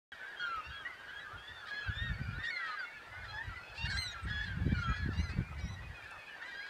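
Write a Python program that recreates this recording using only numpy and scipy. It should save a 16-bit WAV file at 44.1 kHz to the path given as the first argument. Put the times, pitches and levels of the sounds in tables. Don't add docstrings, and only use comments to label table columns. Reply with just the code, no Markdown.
import sys
import numpy as np
from scipy import signal
from scipy.fft import rfft, irfft
from scipy.io import wavfile
from scipy.ndimage import uniform_filter1d

SR = 44100
rng = np.random.default_rng(int(sys.argv[2]) if len(sys.argv) > 2 else 0)


def ratio(d):
    e = np.asarray(d, float) / 20
    return 10 ** e


def pcm_store(signal):
    levels = np.round(np.clip(np.atleast_2d(signal), -1, 1) * 32767)
    wavfile.write(sys.argv[1], SR, levels.astype(np.int16).T)


N = 295029


def evened(x):
    return x / np.sqrt(np.mean(x ** 2) + 1e-20)


def add(mix, start_s, sound):
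    part = mix[round(start_s * SR):][:len(sound)]
    part += sound[:len(part)]


def read(points, hz):
    f, value = np.transpose(points)
    return np.interp(np.log(hz + 1), np.log(f), value)


def coloured(x, points):
    gain = ratio(read(points, np.fft.rfftfreq(len(x), 1 / SR)))
    return irfft(rfft(x) * gain, len(x))


def curve(points):
    return np.interp(np.arange(N) / SR, *np.transpose(points))


def wander(n, hz):
    knots = rng.standard_normal(16 + n // 60)
    return np.interp(np.arange(n) * hz / SR, np.arange(len(knots)), knots)


def band(x, lo_hz, hi_hz, order=2):
    return signal.sosfilt(signal.butter(order, [lo_hz, hi_hz], "bandpass", fs=SR, output="sos"), x)


# frequency_hz, level_db
HISS_SPECTRUM = [(35, -40), (80, -7), (270, -10), (450, -5), (900, -3.5), (2000, -7), (3300, -13.5),
                 (5400, -22), (9000, -29.5), (15000, -36)]


def hiss():
    hz = np.fft.rfftfreq(512, 1 / SR)
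    real, imaginary, patches = rng.standard_normal((N // 128 + 5, 257, 3)).T
    patches = uniform_filter1d(patches, 8, 0)
    patches = evened(uniform_filter1d(patches, 14, 1))
    patch_depth_db = np.interp(hz, [2500, 6000], [2.4, .8])[:, None]
    level_db = read(HISS_SPECTRUM, hz)[:, None] + patch_depth_db * patches
    spectrogram = (real + 1j * imaginary) * ratio(level_db)
    noise = signal.istft(spectrogram, nperseg=512, noverlap=384)[1][:N]
    return ratio(-57.5 + 0.5) * evened(noise)


# time_s, level_db
BREEZE = [(.12, -84), (.3, -77), (.62, -64), (1.8, -64.5), (1.9, -48.5), (2.37, -42.5), (2.45, -68),
          (2.6, -92), (3.19, -53), (3.76, -59.5), (3.9, -40), (4.2, -59), (4.3, -46), (4.72, -41),
          (5.85, -46), (5.97, -61.5), (6.2, -60.5), (6.3, -81)]
# peak_s, peak_db
PUFFS = [(.14, -62), (.57, -56), (.69, -50), (1.36, -50.5), (1.5, -57.5), (1.902, -40), (2.02, -38),
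         (2.11, -38), (2.21, -40.5), (2.37, -48.5), (3.488, -42.5), (3.831, -44.5), (3.902, -38.5),
         (4.253, -38.5), (4.402, -39.5), (4.602, -33), (4.669, -33), (4.728, -33), (4.897, -32),
         (5.05, -32), (5.089, -40.5), (5.201, -38.5), (5.25, -39.5), (5.388, -32.5), (5.65, -39.5),
         (5.72, -38.5), (5.9, -47)]


def gusts():
    rise_db_per_s, fall_db_per_s = 340, 187
    t = np.arange(0, N / SR + .01, .001)
    puffs_db = [db - np.maximum(rise_db_per_s * (s - t), fall_db_per_s * (t - s)) for s, db in PUFFS]
    breeze_db = np.interp(t, *np.transpose(BREEZE))
    strength_db = np.maximum(breeze_db, np.max(puffs_db, axis=0))
    return np.interp(np.arange(N) / SR, t, strength_db)


# peak_s, peak_db, pitch_hz
KICKS = [(1.892, -27, 85), (2.013, -29, 61.9), (2.209, -22, 116), (2.284, -28, 112), (2.358, -30, 72.6),
         (3.49, -33, 68), (3.837, -23, 78.4), (4.245, -25, 70.4), (4.305, -26, 90), (4.567, -21.5, 92.5),
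         (4.61, -25, 52), (4.659, -20, 167), (4.672, -22, 220), (4.715, -22.5, 178), (4.896, -20, 76.5),
         (5.054, -23, 157), (5.084, -21.5, 205), (5.186, -21.5, 68.5), (5.389, -34, 92), (5.192, -36, 230),
         (4.25, -35.5, 220), (2.38, -35.5, 198), (5.402, -27.5, 200), (5.33, -32.5, 190)]


def wind():
    gust_db = gusts() + 3.6 * np.clip(wander(N, 35), -2.5, .8)
    big, small, fine = rng.standard_normal((3, N))
    big_db = gust_db + 1.0 + np.minimum(gust_db + 56, 0)
    small_db = 1.88 * (gust_db + 36.5) - 40.0
    fine_db = 2 * (gust_db + 34) - 55.5
    out = ratio(big_db) * evened(band(big, 46.3, 110.2, order=3))
    out += ratio(small_db) * evened(band(small, 116.0, 187.0))
    out += ratio(fine_db) * evened(band(fine, 153, 420))
    for s, db, hz in KICKS:
        u = (np.arange(2000) / SR - .012) * hz * 3.68
        kick = (1 - 2 * u ** 2) * np.exp(-u ** 2)
        add(out, s - .005, ratio(db - 5.5) * rng.choice([-1, 1]) * kick)
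    return band(out, 42, 4000)


# start_s, peak_db
TICKS = [
    (.5625, -57),
    (.9052, -65),
    (1.5438, -66),
    (1.8655, -64),
    (2.0327, -61),
    (2.126, -65),
    (2.8812, -65),
    (4.6647, -66),
    (5.3905, -63),
]


def ice():
    out = np.zeros(N)
    fade_db = -60 * np.arange(300) / SR / .012
    for (s, db), burst in zip(TICKS, rng.standard_normal((len(TICKS), 300))):
        add(out, s, ratio(db - 2.0 + fade_db) * burst)
    rustle_s, rustle_length_s, rustle_db = 5.85, .55, -77
    n = round(rustle_length_s * SR)
    grains = rng.standard_normal(n) * ratio(5.0 * wander(n, 160))
    add(out, rustle_s, ratio(rustle_db) * np.hanning(n) * evened(band(grains, 4500, 10000)))
    return band(out, 3000, 15000, order=1)


def shore(x):
    t = np.arange(SR // 2) / SR
    tail = rng.standard_normal(len(t)) * ratio(-60 * t / 0.63) * (t > .006)
    return signal.fftconvolve(x, band(tail / np.linalg.norm(tail), 330, 5000, order=1))[:N]


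def voice(hz, level_db, colour_db, shake=0.0046, flutter_db=3.6, attack_s=0.0023, top_hz=15000):
    n, release_s, top_slope_db = len(hz), 0.0085, 17.0
    turns = np.cumsum(hz * (1 + shake * wander(n, 107.2))) / SR
    count = int(top_hz / hz.max())
    above = np.arange(max(count - len(colour_db), 0))
    pairs_db = np.resize(colour_db[-2:], len(above)) - top_slope_db * (above // 2 + 1)
    shares_db = np.r_[colour_db, pairs_db][:count]
    slack_db = .15 * (level_db - np.maximum.accumulate(level_db))
    slack_db -= 70 * (1 - hz / np.maximum.accumulate(hz))
    tone = np.zeros(n)
    for k, share_db in enumerate(shares_db, 1):
        if share_db > -50:
            dulling_db = np.clip(k * hz.max() / 2200 - 1, 0, 1.5) * slack_db
            harmonic_db = share_db + dulling_db + flutter_db * wander(n, 60.1)
            tone += ratio(harmonic_db) * np.sin(2 * np.pi * k * turns)
    tone *= 1 + .17 * wander(n, 420) + .14 * wander(n, 700)
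    edge = np.minimum(np.arange(n) / attack_s, np.arange(n)[::-1] / release_s) / SR
    return np.sqrt(2) * ratio(level_db) * tone * np.clip(edge, 0, 1)


# time_s, level_db
CHORUS = [(.15, -53), (0.75, -53.5), (1.2, -55), (1.65, -56), (2.1, -51.5), (2.55, -52.5), (3.0, -54),
          (3.449, -57), (3.9, -54), (4.35, -54), (4.8, -53), (5.25, -55), (5.7, -63), (6.1, -54),
          (6.6, -55)]
# frequency_hz, level_db
FAR_AIR = [(600, -11.5), (1100, 0), (1600, -4), (2300, -6), (3500, -12.5), (5000, -15.5), (8000, -77)]


def far_gulls(count=190):
    out = np.zeros(N)
    for k, (at, pitch, length, size, bend, beak) in enumerate(rng.random((count, 6))):
        u = np.linspace(0, 1, round((.05 + .2 * length) * SR))
        if pitch < .35:
            base_hz = 700 + 750 * pitch
            colour_db = (-14, 0, -8 * beak, -5, -5, -10)
        else:
            base_hz = 1250 + 1150 * pitch ** 2.5
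            colour_db = (0, -12 * beak, -10)
        hz = base_hz * (1 + .35 * u * (1.2 * bend - u))
        level_db = 6 * size - 8 * (2 * u - .8) ** 2
        call = voice(hz, level_db, colour_db, shake=0.012, flutter_db=4.5, top_hz=6100)
        add(out, (k + at) / count * N / SR, call)
    out = coloured(out, FAR_AIR)
    out = out / np.sqrt(uniform_filter1d(out ** 2, SR // 3) + 1e-9)
    return out * ratio(curve(CHORUS))


# start_s, length_s, level_db, upper_throat_lift_db
RASPS = [(0.323, 0.078, -60, -13), (1.065, 0.085, -51.5, -8), (1.654, 0.071, -47, 9), (2.426, 0.06, -47, 9),
         (2.549, 0.25, -54, 11), (3.224, 0.065, -49.5, 5), (3.738, 0.075, -55.5, 25),
         (3.846, 0.033, -45, 12), (3.893, .045, -44, 15), (3.964, 0.018, -44, 11), (4.262, 0.062, -45, 3),
         (4.696, 0.051, -51.5, 4), (5.105, 0.066, -57, 17), (5.279, 0.052, -54, 19),
         (5.574, 0.041, -57.5, 20), (6.416, 0.035, -50, -3), (3.88, .05, -55, 18), (4.737, 0.14, -56, 16),
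         (4.952, 0.037, -56.5, 22), (4.4, .1, -52.5, 10), (6.459, .12, -56, 10), (6.65, 0.044, -51, 11)]
# frequency_hz, width_hz, level_db
THROAT = [(1750, 320, 20), (3400, 670, 9.5), (4530, 1030, 0), (6930, 3500, -12.5)]


def rasps():
    out = np.zeros(N)
    for s, length, db, lift_db in RASPS:
        n = round(length * SR)
        unevenness = (.03 + .5 * length) * wander(n, 250)
        turns = np.cumsum(np.linspace(480, 860, n) * (1 + unevenness)) / SR
        pulses = np.diff(np.floor(turns), prepend=0) * 8
        puffs = 0.25 * rng.standard_normal(n) * np.exp(-(turns % 1) / 0.5)
        throat = np.zeros(n)
        for hz, width_hz, mode_db in THROAT:
            mode = evened(band(pulses + puffs, hz - width_hz / 2, hz + width_hz / 2, order=3))
            throat += ratio(mode_db + lift_db * (hz > 3600)) * mode
        add(out, s, ratio(db + 2.2 * wander(n, 150)) * evened(throat) * np.hanning(n) ** .5)
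    return out


# start_s, length_s, first_pitch_hz, last_pitch_hz, effort_db
WAILS = [(.4, 0.21, 1482, 1244, -40), (1.47, 0.21, 1522, 1206, -61), (1.57, 0.1, 1500, 1380, -57.5),
         (2.19, .135, 1564, 1324, -51), (2.505, 0.25, 1496, 1200, -46), (3.25, 0.11, 1400, 1220, -54),
         (3.495, 0.05, 1450, 1270, -49.5), (3.87, 0.053, 1420, 1626, -48.5), (4.02, 0.25, 1504, 1277, -52),
         (4.745, 0.2, 1477, 1264, -42), (5.23, 0.093, 1720, 1523, -55.5), (5.31, 0.23, 1723, 1258, -57.5)]
# start_s, length_s, first_pitch_hz, last_pitch_hz, effort_db
THIN_CALLS = [(.2, 0.16, 1485, 1725, -51), (.852, 0.03, 1870, 1990, -43), (.88, 0.036, 2150, 2020, -51.5),
              (.99, 0.15, 1590, 1670, -56), (1.26, 0.1, 1233, 1163, -58), (2.23, 0.087, 2235, 2220, -65),
              (2.33, 0.1, 1385, 1632, -52.5), (2.655, .04, 1870, 1800, -48), (2.8, .16, 2090, 2286, -56),
              (2.89, 0.078, 1480, 1420, -61), (3.12, 0.085, 1986, 2170, -55), (3.56, 0.055, 2034, 1940, -53),
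              (4.1, 0.085, 2060, 2065, -61), (4.61, 0.24, 2240, 2435, -64), (5.61, 0.088, 5650, 5700, -66),
              (5.615, 0.055, 5000, 5200, -68), (5.77, 0.051, 1900, 1936, -57), (5.9, 0.09, 1630, 1950, -61),
              (6.169, 0.09, 1755, 1790, -59),
              (.46, .035, 3900, 3520, -64),
    (1.57, 0.092, 4520, 4410, -68),
    (2.002, .1, 2900, 2500, -64),
    (2.13, 0.076, 4520, 4330, -68),
    (3.49, 0.03, 4500, 4100, -69),
    (5.325, 0.049, 4440, 4650, -67),
    (6.325, .045, 1800, 1720, -52),
              (0.921, .05, 1980, 1850, -57), (.93, 0.046, 4800, 4600, -73),
                 (1.05, 0.075, 4480, 4420, -73), (1.08, .035, 2880, 3100, -58),
                 (1.3, 0.067, 1233, 1443, -56.5), (2.82, .08, 2900, 2700, -69),
                 (3.12, .12, 1450, 1504, -56), (3.496, 0.052, 1930, 1960, -54),
                 (3.569, 0.083, 1420, 1397, -58), (3.57, 0.053, 4450, 4280, -65),
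                 (4.11, .03, 6630, 6400, -63.5), (4.135, 0.04, 1903, 1060, -52),
                 (4.77, 0.056, 2200, 2150, -59), (4.79, .04, 5900, 6350, -66), (4.88, .05, 1890, 2000, -54),
                 (5.075, .07, 1600, 1246, -51.5), (5.2, .045, 2320, 2280, -57.5),
                 (5.301, .045, 2500, 2650, -58), (5.343, .1, 1906, 1703, -62.5),
                 (5.33, 0.22, 2247, 2510, -60.5), (6.03, .1, 1640, 1800, -58.5),
                 (6.26, 0.056, 1750, 1500, -65), (6.29, .06, 3040, 2800, -61),
                 (6.601, 0.033, 1960, 2270, -55), (6.63, .035, 2280, 2290, -55),
                 (3.386, .04, 1760, 1880, -45), (3.21, 0.039, 2150, 2060, -54),
                 (2.17, 0.041, 1840, 1930, -54), (2.34, .05, 3600, 4230, -64.5),
                 (5.604, 0.073, 3820, 3840, -65), (4.83, .06, 6380, 6650, -70),
                 (4.892, 0.1, 6670, 6480, -68.5), (4.62, .06, 4480, 4750, -71),
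                 (5.23, .04, 5100, 4800, -62), (2.775, 0.08, 1650, 1370, -44),
                 (6.468, 0.047, 1650, 1610, -57),
              (1.845, .055, 1330, 1520, -51), (1.77, .06, 3050, 3150, -62), (3.33, .1, 835, 930, -57),
          (4.0, .15, 720, 690, -67), (.72, .06, 4600, 4200, -65), (2.6, .08, 1560, 1620, -51),
          (5.82, .06, 2520, 2450, -61), (4.77, .07, 3950, 4050, -62), (5.58, .03, 2800, 2950, -65),
          (1.25, .035, 1600, 1480, -53), (2.565, .025, 2050, 2050, -46), (2.6, .06, 1990, 1870, -47),
          (2.715, .06, 1720, 1650, -50), (2.85, .055, 2780, 2740, -60), (2.8, .07, 3420, 3500, -64),
          (2.775, .03, 1800, 1960, -53), (3.99, .09, 3150, 2850, -62), (4.98, .06, 4600, 4100, -63),
          (4.93, .05, 2000, 1960, -56), (.545, .025, 3000, 3400, -61), (.85, .025, 2850, 2950, -61),
          (2.45, .06, 3400, 3680, -55), (2.67, .04, 2500, 2720, -60), (2.675, .025, 4050, 4350, -60),
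          (1.875, .03, 4700, 4300, -62),
              (3.85, .026, 1560, 1920, -50), (3.873, .05, 4400, 4440, -49), (3.92, .035, 4430, 4150, -52),
          (3.872, .07, 2200, 2200, -53), (1.195, .045, 3900, 3920, -61), (1.135, .065, 3220, 3300, -58),
          (4.29, .04, 1850, 1900, -48), (4.27, .022, 1850, 2000, -52), (4.53, .06, 1540, 1380, -54),
          (6.48, .04, 3700, 3620, -61), (4.226, .03, 8000, 8300, -72), (6.55, .11, 4850, 4950, -64),
          (4.405, .02, 1780, 1760, -46), (4.455, .04, 4200, 4000, -62)]
# start_s, length_s, first_pitch_hz, last_pitch_hz, effort_db
ARCHED_WHISTLES = [
    (1.08, 0.18, 1500, 1575, -53),
    (1.83, 0.055, 2520, 2620, -54.5),
    (2.79, 0.067, 4770, 4000, -61),
    (4.88, 0.16, 2370, 2110, -58),
    (5.57, .15, 2280, 1895, -57.5),
]
# start_s, length_s, first_pitch_hz, last_pitch_hz, effort_db
CRIES = [
    (.12, 0.019, 1707, 1460, -46.5),
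    (1.89, 0.22, 1677, 1598, -54),
    (2.505, .1, 2220, 1990, -42.5),
    (2.56, 0.14, 1725, 1590, -50),
    (2.705, .075, 2070, 2020, -52),
    (4.83, .14, 1622, 1636, -51),
    (4.69, 0.039, 1540, 1703, -52.5),
]
# start_s, length_s, first_pitch_hz, last_pitch_hz, effort_db
ARCHED_CRIES = [
    (.36, .125, 1570, 1490, -44.5),
    (.7, 0.14, 1570, 1530, -48),
    (1.37, 0.275, 1620, 1560, -52),
    (1.89, 0.24, 1663, 1678, -44.5),
]
# start_s, length_s, first_pitch_hz, last_pitch_hz, effort_db
SCREAMS = [
    (3.975, 0.103, 2065, 1960, -41),
    (4.078, .055, 1900, 1840, -48),
]
# start_s, length_s, first_pitch_hz, last_pitch_hz, effort_db
ARCHED_SCREAMS = [
    (5.668, .1, 1870, 1850, -56),
]
# start_s, length_s, first_pitch_hz, last_pitch_hz, effort_db
SHRIEKS = [
    (5.178, .05, 1940, 2105, -52),
    (5.228, .075, 2105, 1945, -51),
]
# start_s, length_s, first_pitch_hz, last_pitch_hz, effort_db
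MEWS = [
    (3.333, 0.062, 834, 868, -47),
    (4.3, 0.15, 838, 860, -42.5),
    (4.46, 0.071, 820, 780, -50),
]
# start_s, length_s, first_pitch_hz, last_pitch_hz, effort_db
DULL_MEWS = [
    (6.418, 0.03, 830, 950, -47.5),
    (6.445, 0.055, 975, 1009, -50),
    (6.515, 0.059, 970, 938, -51),
    (2.665, 0.053, 810, 895, -51.5),
    (3.435, 0.06, 1000, 960, -52.5),
]
# start_s, length_s,
# first_pitch_hz, last_pitch_hz, effort_db
LATE_GLIDING_MEWS = [
    (1.71, .21, 834, 663, -43),
    (4.89, .19, 824, 820, -47),
    (6.55, .148, 800, 815, -48.5),
]
# start_s, length_s, first_pitch_hz, last_pitch_hz, effort_db
BRIGHT_MEWS = [
    (3.925, 0.06, 790, 806, -40.5),
    (3.902, .026, 850, 822, -42),
]
# start_s, length_s, first_pitch_hz, last_pitch_hz, effort_db
OPEN_MEWS = [
    (3.283, .05, 820, 828, -54),
    (3.85, .026, 770, 960, -56),
    (3.882, .024, 720, 850, -58),
    (3.962, .018, 800, 860, -53),
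    (1.658, .02, 720, 780, -60),
    (1.683, .024, 790, 850, -57),
]
# start_s, length_s, first_pitch_hz, last_pitch_hz, effort_db
YELPS = [
    (3.635, 0.1, 850, 862, -56.5),
    (3.752, 0.037, 740, 890, -54),
    (3.78, 0.096, 897, 950, -43.5),
    (5.61, 0.1, 630, 640, -60.5),
    (5.135, 0.084, 920, 945, -53),
    (2.435, 0.025, 905, 960, -51),
    (.638, .07, 890, 950, -54),
    (.708, .055, 950, 865, -57),
]
# start_s, length_s, first_pitch_hz, last_pitch_hz, effort_db
CHATTER = [
    (.565, 0.06, 943, 900, -57),
    (5.945, 0.066, 838, 788, -54.5),
    (6.025, 0.06, 780, 860, -55),
    (6.105, 0.067, 891, 830, -56.5),
    (6.18, 0.065, 852, 810, -57),
    (6.26, 0.043, 842, 787, -56),
]
# start_s, length_s, first_pitch_hz, last_pitch_hz, effort_db
RINGING = [
    (2.39, 0.052, 1760, 1850, -46.5),
    (2.432, .075, 1850, 1885, -38.5),
    (2.472, 0.037, 1790, 1835, -35.5),
    (1.195, .045, 1950, 1960, -54),
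    (1.15, 0.05, 1610, 1640, -51),
]
# level_db # whole-throated calls, the first harmonic strong, save
WAIL, WHISTLE, CRY = (-1, -19.5, -19, -32.5), (1.5, -24, -42, -49), (-2.5, -6.5, -30, -36)
SCREAM, SHRIEK, RING = (-6, 1.5, -13.5, -16.5, -40, -32, -40), (-2.5, -5.5, -10, -25), (-0.5, -15, -31, -38)
MEW, DULL_MEW, LATE_GLIDING_MEW = (-22, 1.5, -25, -8, -18.5, -21.5, -31, -33), (-13, -1, -13.5, -13, -21, -27, -32, -34), (-29, 1, -23, -13, -14, -27, -34, -36)
BRIGHT_MEW, OPEN_MEW = (-28, 0, -28, -15, -9, -21, -17, -27, -23, -24), (-10, -2, -10, -1, 0.5, -17, -23, -29)
YELP, CHAT = (-14, -15, -2, -10, -11.5, -20), (-13, -8, 0, -13.5, -17, -19.5)


def near_gulls():
    out = np.zeros(N)
    thin = THIN_CALLS
    # calls, colour, arch (share of the pitch per second of call), droop (above 1 holds, then glides), attack_s
    kinds = [(WAILS, WAIL, 0, 1, .0023),
             (thin, WHISTLE, 0, 1, .0023),
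             (ARCHED_WHISTLES, WHISTLE, .5, 1, .0023),
             (CRIES, CRY, 0, 1, .0023),
             (ARCHED_CRIES, CRY, .5, 1, .018),
             (SCREAMS, SCREAM, 0, 3.5, .0023),
             (ARCHED_SCREAMS, SHRIEK, .69, 1, .0023),
             (MEWS, MEW, 0, 1, .0023),
             (DULL_MEWS, DULL_MEW, 0, .407, .0023),
             (LATE_GLIDING_MEWS, LATE_GLIDING_MEW, .15, 3.5, .0023),
             (YELPS, YELP, 0, 1, .0023),
             (BRIGHT_MEWS, BRIGHT_MEW, 0, 1, .0023),
             (CHATTER, CHAT, .15, 1, .0023),
             (SHRIEKS, SHRIEK, 0, 1, .0023),
             (OPEN_MEWS, OPEN_MEW, 0, 1, .0023),
             (RINGING, RING, 0, 1, .0023)]
    for calls, colour_db, arch_per_s, droop, attack_s in kinds:
        for s, length, first_hz, last_hz, db in calls:
            u = np.linspace(0, 1, round((length + 0.0069) * SR))
            long_s = max(length - .13, 0)
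            arch = 1 - abs(2 * u ** (1 + 7.0 * long_s) - 1) ** (2 + 3.15 * long_s)
            glide_hz = first_hz + (last_hz - first_hz) * u ** droop
            hz = glide_hz * (1 + arch_per_s * length * arch)
            hz = hz * (1 + 0.004 * wander(len(u), 25.44))
            swell_db = -1.5 * np.clip(1 - u / 0.29, 0, 1)
            fade_db = -3 * u ** 3.9
            add(out, s - .003, voice(hz, db + swell_db + fade_db, colour_db, attack_s=attack_s))
    return out


def scene():
    air = hiss() + wind()
    far = far_gulls()
    near = rasps() + near_gulls()
    echoes = shore(ratio(-15.0) * near + ratio(-5.5) * far)
    return (near + ratio(-0.5) * far + echoes + air + ice())[None]


def low_pass(x):
    return signal.sosfilt(signal.butter(12, 15250, fs=SR, output="sos"), x)


def record(dry):
    start_s = .1195
    return low_pass(dry * (np.arange(N) >= start_s * SR))


dry = scene()
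out = record(dry)
pcm_store(out)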